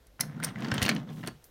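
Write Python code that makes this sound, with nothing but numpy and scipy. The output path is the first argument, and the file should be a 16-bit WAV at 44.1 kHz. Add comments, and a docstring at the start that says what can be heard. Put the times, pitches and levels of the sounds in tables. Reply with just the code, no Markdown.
"""Toy train on wooden track

A hand pushes a toy engine and its wagon round a bend on a play table, then lets them coast.
Surface roughness excites the wheels, which grind over the grain and make the table top drum.
Impacts at the joints ring the modes of track and table; jerks of the coupling ring the two plastic cars.
A small quiet room adds a short reverberation."""
import sys
import numpy as np
from scipy import signal
from scipy.fft import rfft, irfft
from scipy.io import wavfile
from scipy.ndimage import map_coordinates

SR = 44100
rng = np.random.default_rng(int(sys.argv[2]) if len(sys.argv) > 2 else 0)


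def file_out(sig):
    """Save sig as 16-bit WAV at sys.argv[1]."""
    # one column per channel
    cols = np.atleast_2d(sig).T
    # limit, then scale
    lim = np.clip(cols, -1, 1)
    pcm = np.round(lim * 32767).astype(np.int16)
    wavfile.write(sys.argv[1], SR, pcm)


N = 66150
TIME_S = np.arange(N) / SR


def undb(db):
    """Amplitude ratio of a level in decibels."""
    return 10 ** (np.asarray(db) / 20)


def unit_rms(x):
    """Normalisation to a mean power of 1."""
    return x / np.sqrt(np.mean(x ** 2))


def unit_energy(x):
    """Normalisation to a total energy of 1."""
    return x / np.sqrt(np.sum(x ** 2))


def envelope(rows, column=1):
    """Gain over time, interpolated in decibels from one column of a table."""
    rows = np.array(rows)
    return undb(np.interp(TIME_S, rows[:, 0], rows[:, column]))


def decay(t60_s):
    """Exponential damping: 60 dB lost in t60_s."""
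    return np.exp(-np.log(1000) * np.arange(4096) / (SR * t60_s))


def low_cut(x, hz):
    """Fourth-order Butterworth high-pass."""
    return signal.sosfilt(signal.butter(4, hz, "high", fs=SR, output="sos"), x)


def colour(x, spectrum, size=4096):
    """Minimum-phase filtering through (frequency_hz, gain_db) points."""
    hz, db = np.array(spectrum).T
    bins_hz = np.maximum(np.arange(size // 2 + 1) * SR / size, 1)
    gain = undb(np.interp(np.log(bins_hz), np.log(hz), db))
    cepstrum = irfft(np.log(gain))
    cepstrum[1:size // 2] *= 2
    cepstrum[size // 2 + 1:] = 0
    return signal.fftconvolve(x, irfft(np.exp(rfft(cepstrum))))[:len(x)]


def ring(modes, detune=.01, scatter_db=0.9):
    """Modal superposition: a struck body sounds as damped sines, slightly different at each blow."""
    out = 0
    for hz, t60_s, db in modes:
        tuning, strength, polarity = rng.standard_normal(3)
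        env = decay(t60_s)
        wave = np.sin(2 * np.pi * hz * (1 + detune * tuning) * np.arange(len(env)) / SR)
        out = out + np.sign(polarity) * undb(db + scatter_db * strength) * unit_energy(env * wave)
    return unit_energy(out)


def burst(spectrum, t60_s=0.033, crack_energy=.03):
    """Impact transient: an impulse, then modes so dense that they act as decaying noise."""
    env = decay(t60_s)
    x = unit_energy(env * rng.standard_normal(len(env)))
    x[0] += np.sqrt(crack_energy)
    return unit_energy(colour(x, spectrum))


def add_hit(out, start_s, hit, reference_s=.005):
    """Superposition of one hit, scaled so that its level is its energy spread over reference_s."""
    i = int(start_s * SR)
    out[i:i + len(hit)] += hit[:max(N - i, 0)] * np.sqrt(reference_s * SR)


def bumps(per_s, spread_db):
    """Poisson process: tiny random contacts of uneven strength."""
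    contact = rng.random(N) < per_s / SR
    polarity = rng.choice([-1, 1], N)
    return contact * polarity * undb(spread_db * np.minimum(rng.exponential(size=N), 4))


def grains(spectrum):
    """Incoherent summation: the powers of many brief contacts add into a patter of noise."""
    contacts = bumps(per_s=1000, spread_db=3.0)
    power = signal.fftconvolve(contacts ** 2, decay(t60_s=0.0089) ** 2)[:N]
    patter = np.sqrt(np.abs(power)) * rng.standard_normal(N)
    return unit_rms(colour(patter, spectrum))


# Spectrum of the room air: frequency_hz, gain_db
AIR_SPECTRUM = [(20, -13), (55, 3.5), (100, -8.5), (200, -15), (500, -14), (1200, -30), (4000, -28.5),
                (8000, -35.5), (10500, -36.5), (13000, -33), (16000, -42.5)]
# Faint hiss as the cars coast: time_s, level_db
HISS_LEVELS = [(1.05, -94), (1.13, -63), (1.23, -62.5), (1.33, -76), (1.42, -75)]


def background():
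    """Filtered noise: a steady floor of room air and a faint passing hiss."""
    air = undb(-61) * unit_rms(colour(rng.standard_normal(N), AIR_SPECTRUM))
    hiss = colour(rng.standard_normal(N), [(1000, -25), (5000, -0.5), (9000, -0.5), (14000, -1.5)])
    return air + unit_rms(hiss) * envelope(HISS_LEVELS)


def room(x, build_s=0.0032, crossover_hz=4000):
    """Diffuse reverberation: reflections build quickly and decay exponentially, weaker in the treble."""
    out, t = x, np.arange(SR // 2) / SR
    for band, t60_s, db in (("low", .19, -11), ("high", .2, -18.5)):
        env = np.exp(-np.log(1000) * t / t60_s) * (1 - np.exp(-t / build_s))
        reflections = unit_energy(env * rng.standard_normal(len(t)))
        tail = signal.lfilter(*signal.butter(2, crossover_hz, band, fs=SR), reflections)
        out = out + undb(db) * signal.fftconvolve(x, tail)[:N]
    return out


# Spectrum of the airy brushing sound: frequency_hz, gain_db
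BRUSH_SPECTRUM = [(3000, -18), (7000, -8), (10000, -6), (12500, 3), (16000, -3)]


def brush(start_s=1.4415, t60_s=0.15, level_db=-53.5):
    """Friction noise: a soft, high puff dies away after the last tick."""
    t = TIME_S - start_s
    env = (t > 0) * np.exp(-np.log(1000) * np.abs(t) / t60_s)
    return undb(level_db) * env * unit_rms(colour(rng.standard_normal(N), BRUSH_SPECTRUM))


def scrape(centre_s=0.86, sigma_s=0.026, pitch_hz=14800, bandwidth_hz=400, level_db=-52):
    """Friction drives a narrow resonance: an axle rubs briefly as the wagon rattles over a joint."""
    resonance = signal.iirpeak(pitch_hz, pitch_hz / bandwidth_hz, fs=SR)
    rub = signal.lfilter(*resonance, bumps(per_s=4000, spread_db=2))
    swell = np.exp(-((TIME_S - centre_s) / sigma_s) ** 2 / 2)
    return undb(level_db) * unit_rms(rub) * swell


# Strength of the three rolling noises: time_s, rumble_db, grind_db, rasp_db
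ROLL_LEVELS = [(0, -67.5, -71.5, -92), (.18, -68.5, -78, -90), (.205, -42, -50.5, -70),
               (.33, -43.5, -58.5, -70), (.41, -40.5, -54.5, -66.5), (.48, -38.5, -43.5, -48.5),
               (.53, -43, -58.5, -69.5), (.59, -39, -47.5, -58), (.65, -33, -44.5, -50),
               (.70, -35.5, -45, -56), (.76, -34, -39, -46), (.80, -49, -41.5, -48), (.85, -33, -39.5, -47),
               (.93, -33, -45.5, -58), (.99, -37, -50.5, -57), (1.06, -43.5, -68, -74.5),
               (1.10, -40, -49.5, -58.5), (1.15, -44, -71.5, -69), (1.19, -41, -52.5, -60.5),
               (1.22, -44.5, -64, -66), (1.28, -40, -47, -67), (1.35, -55, -73, -73),
               (1.5, -70.5, -68, -78)]
# Spectra of the table's rumble (before its pitch shift) and of the wheels' low grind and fine rasp:
# frequency_hz, gain_db
RUMBLE_SPECTRUM = [(25, -58.5), (65, -18.5), (105, -15), (145, -1), (180, 0), (215, -5.5), (260, -9.5),
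                   (320, -15.5), (420, -24), (600, -26.5), (1500, -35.5), (5000, -103)]
GRIND_SPECTRUM = [(40, -38), (150, -14), (330, 0), (560, 3), (950, 0.5), (1400, 2.5), (2000, 0),
                  (2600, -12.5), (4000, -21), (8000, -33)]
RASP_SPECTRUM = [(1000, -29), (2200, -5), (3100, 1), (3700, -1.5), (4400, -8), (6000, -7.5), (7500, -16),
                 (11000, -22.5), (16000, -24)]
# Modes of the table top, also struck by the knocks: frequency_hz, t60_s, relative_db
TABLE_MODES = [(72, .05, -4.5), (131.5, 0.057, -0.5), (181.7, 0.053, 0.5), (245.6, 0.052, -5),
               (322, 0.039, -10.5), (437, 0.01, -20)]


def rolling(unshifted_db=-38, octaves_per_db=0.0487):
    """Roughness excitation: wheels grind over the grain and drum the table, higher when rolling harder."""
    drive = colour(bumps(per_s=1500, spread_db=2.5), RUMBLE_SPECTRUM)
    resonance = signal.fftconvolve(drive, ring(TABLE_MODES))[:N]
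    rumble = unit_rms(drive) + undb(-9) * unit_rms(resonance)
    force = envelope(ROLL_LEVELS, column=1)
    pitch_ratio = 2 ** (octaves_per_db * (20 * np.log10(force) - unshifted_db))
    rumble = map_coordinates(rumble, [np.cumsum(pitch_ratio)], order=1, mode="mirror")
    rumble = unit_rms(low_cut(rumble, hz=122)) * force
    grind = grains(GRIND_SPECTRUM) * envelope(ROLL_LEVELS, column=2)
    rasp = grains(RASP_SPECTRUM) * envelope(ROLL_LEVELS, column=3)
    return rumble + grind + rasp


# Jerks of the coupling on each car: start_s, engine_drive_db, wagon_drive_db
COUPLING_JERKS = [(0.069, -58.5, -59), (.2010, -39, -55), (0.2068, -28.5, -30.5), (.2088, -18.5, -52),
                  (.4010, -59.5, -59), (0.43, -57, -43), (.4370, -54, -29.5), (0.4447, -32.5, -26),
                  (.4472, -56, -24.5), (.6055, -66.5, -53), (0.685, -71, -70), (0.7138, -63, -58),
                  (0.7415, -60, -33.5), (.8183, -43, -36), (0.8277, -28, -31), (0.8296, -29.5, -48),
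                  (0.8388, -41, -42), (0.854, -41, -38), (.8615, -51, -43), (0.882, -49, -53),
                  (0.8906, -36.5, -29), (.9497, -45, -56.5), (1.2620, -51, -54), (1.2735, -47, -35.5),
                  (1.2848, -49, -52), (1.4417, -54, -55.5)]
# Modes of the two plastic shells: frequency_hz, t60_s, relative_db
ENGINE_MODES = [(2050, 0.043, -5.5), (4160, .016, -7), (5140, 0.006, -8.5), (5530, .012, -4),
                (6046, .015, -1.5), (8670, .011, -9), (10050, .011, 1), (11020, .011, 0.5),
                (11310, .009, 0), (12800, 0.0019, -3), (15000, .008, -6.5)]
WAGON_MODES = [(4750, .02, -8), (4840, .016, -4), (5360, 0.032, -8), (5620, .016, -4), (8330, 0.022, 2),
               (9050, 0.014, 4.5), (9450, .016, 2.5), (11150, .01, -24), (13700, .006, -6),
               (14700, .01, -7)]
# Spectrum of the coupling's snap: frequency_hz, gain_db
SNAP_SPECTRUM = [(500, -5), (2000, -2), (3400, -6), (5500, 7.5), (7300, -0.5), (10000, -2), (12500, -1),
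                 (16000, -12)]


def coupling_clicks(shell_gain_db=-5, snap_gain_db=-8.5):
    """Free vibration after an impulse: the coupling snaps and both plastic shells ring."""
    out = np.zeros(N)
    for start_s, engine_drive_db, wagon_drive_db in COUPLING_JERKS:
        engine, wagon = undb(engine_drive_db), undb(wagon_drive_db)
        shells = engine * ring(ENGINE_MODES) + wagon * ring(WAGON_MODES)
        snap = np.hypot(engine, wagon) * burst(SNAP_SPECTRUM)
        add_hit(out, start_s, undb(shell_gain_db) * shells + undb(snap_gain_db) * snap)
    return out


# Wheel impacts, each with the hollow note of the struck spot; levels are before the low cut:
# start_s, clack_db, cutoff_hz, note_hz, note_over_clack_db, thud_db
WHEEL_IMPACTS = [(0.1944, -40.5, 1800, 1390, 2.5, -58), (0.2058, -37.5, 2980, 2230, 11, -52),
                 (0.2353, -43, 2020, 1490, -1, -41), (0.3772, -52, 1500, 1420, 8, -41),
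                 (0.4011, -38, 1820, 1460, 6.5, -49), (0.4259, -40, 2200, 1930, 5, -61),
                 (0.4297, -35.5, 3040, 2070, 2, -34.5), (0.4382, -33.5, 3020, 1930, -11, -43),
                 (0.4887, -43, 4000, 2090, -7, -32.5), (0.559, -39.5, 2000, 1980, 7, -50),
                 (0.622, -41.5, 2300, 1890, -11, -37.5), (0.6465, -36.5, 3540, 4500, -5, -36),
                 (0.6841, -42.5, 6140, 4500, -3, -61), (0.7159, -33.5, 8100, 5360, 0.5, -35),
                 (0.7174, -26, 1800, 1496, 1, -24), (0.7407, -37, 5050, 3000, -25, -41),
                 (0.7803, -30.5, 4600, 3190, -2.5, -27.5), (0.818, -26.5, 5040, 1990, 2, -22),
                 (0.8251, -25.5, 8000, 2880, -23, -28), (0.8301, -28, 4970, 3000, -3, -37),
                 (0.8407, -36.5, 7000, 4400, -5, -36), (0.8516, -28.5, 6000, 2740, 6, -30),
                 (0.8624, -26.5, 5000, 4340, -3.5, -51), (0.8808, -26, 3460, 1710, 0, -33.5),
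                 (0.892, -19.5, 4900, 2203, 0, -51), (.8955, -26, 6000, 4210, -4, -55),
                 (0.914, -31, 2400, 2360, -5, -41), (0.9636, -36, 3970, 2960, -6, -32),
                 (1.091, -53.5, 4000, 3460, 8, -59), (1.1707, -56, 3000, 1780, -21, -52),
                 (1.2308, -47, 2010, 1790, 2, -38), (1.2362, -38.5, 1430, 950, -10, -39),
                 (1.2488, -46, 2200, 1870, -9, -34), (1.2638, -47.5, 4950, 4530, -17, -70),
                 (1.2739, -33.5, 6100, 4500, -4.5, -53), (1.2796, -33.5, 2580, 394, 6, -41)]
# Modes of the wooden track: frequency_hz, t60_s, relative_db
TRACK_MODES = [(550, 0.038, -2.5), (1350, 0.022, -3.5), (1626, 0.013, 1), (1815, 0.015, 5.5),
               (2046, 0.025, -5.5), (2354, 0.019, -15), (2920, .025, 2), (3285, 0.014, -6),
               (4346, 0.014, 4)]
# Spectrum of the wooden clack: frequency_hz, gain_db
CLACK_SPECTRUM = [(100, -12), (300, -7), (600, 3.5), (950, -2.5), (1800, 0.5), (3500, 2), (5500, -2),
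                  (7500, -2), (11000, -14.5), (16000, -10.5)]


def joint_knocks(note_t60_s=0.017):
    """Impact excitation: wheels drop into joints, the track clacks hollowly and the table thuds."""
    out = np.zeros(N)
    for start_s, clack_db, cutoff_hz, note_hz, note_over_clack_db, thud_db in WHEEL_IMPACTS:
        wood = undb(-1) * burst(CLACK_SPECTRUM) + undb(-5.5) * ring(TRACK_MODES)
        wood = unit_energy(signal.lfilter(*signal.butter(2, cutoff_hz, fs=SR), wood))
        note = undb(note_over_clack_db) * ring([(note_hz, note_t60_s, 0)])
        clack = undb(clack_db) * unit_energy(wood + note)
        thud = undb(thud_db) * ring(TABLE_MODES, detune=.05, scatter_db=1.5)
        # Only heavy knocks reach the table's deepest mode.
        low_cut_hz = np.interp(thud_db, [-34, -26.5], [133, 73])
        add_hit(out, start_s, low_cut(clack + thud, low_cut_hz))
    return out


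def scene():
    """Linear superposition: the train and its reverberation over the background, in one channel."""
    train = joint_knocks() + coupling_clicks() + rolling() + scrape() + brush()
    return (room(train) + background())[None]


def record(dry):
    """Band limiting: a steep elliptic low-pass at 15.9 kHz."""
    return signal.sosfilt(signal.ellip(10, .2, 80, 15900, fs=SR, output="sos"), dry)


dry = scene()
out = record(dry)
file_out(out)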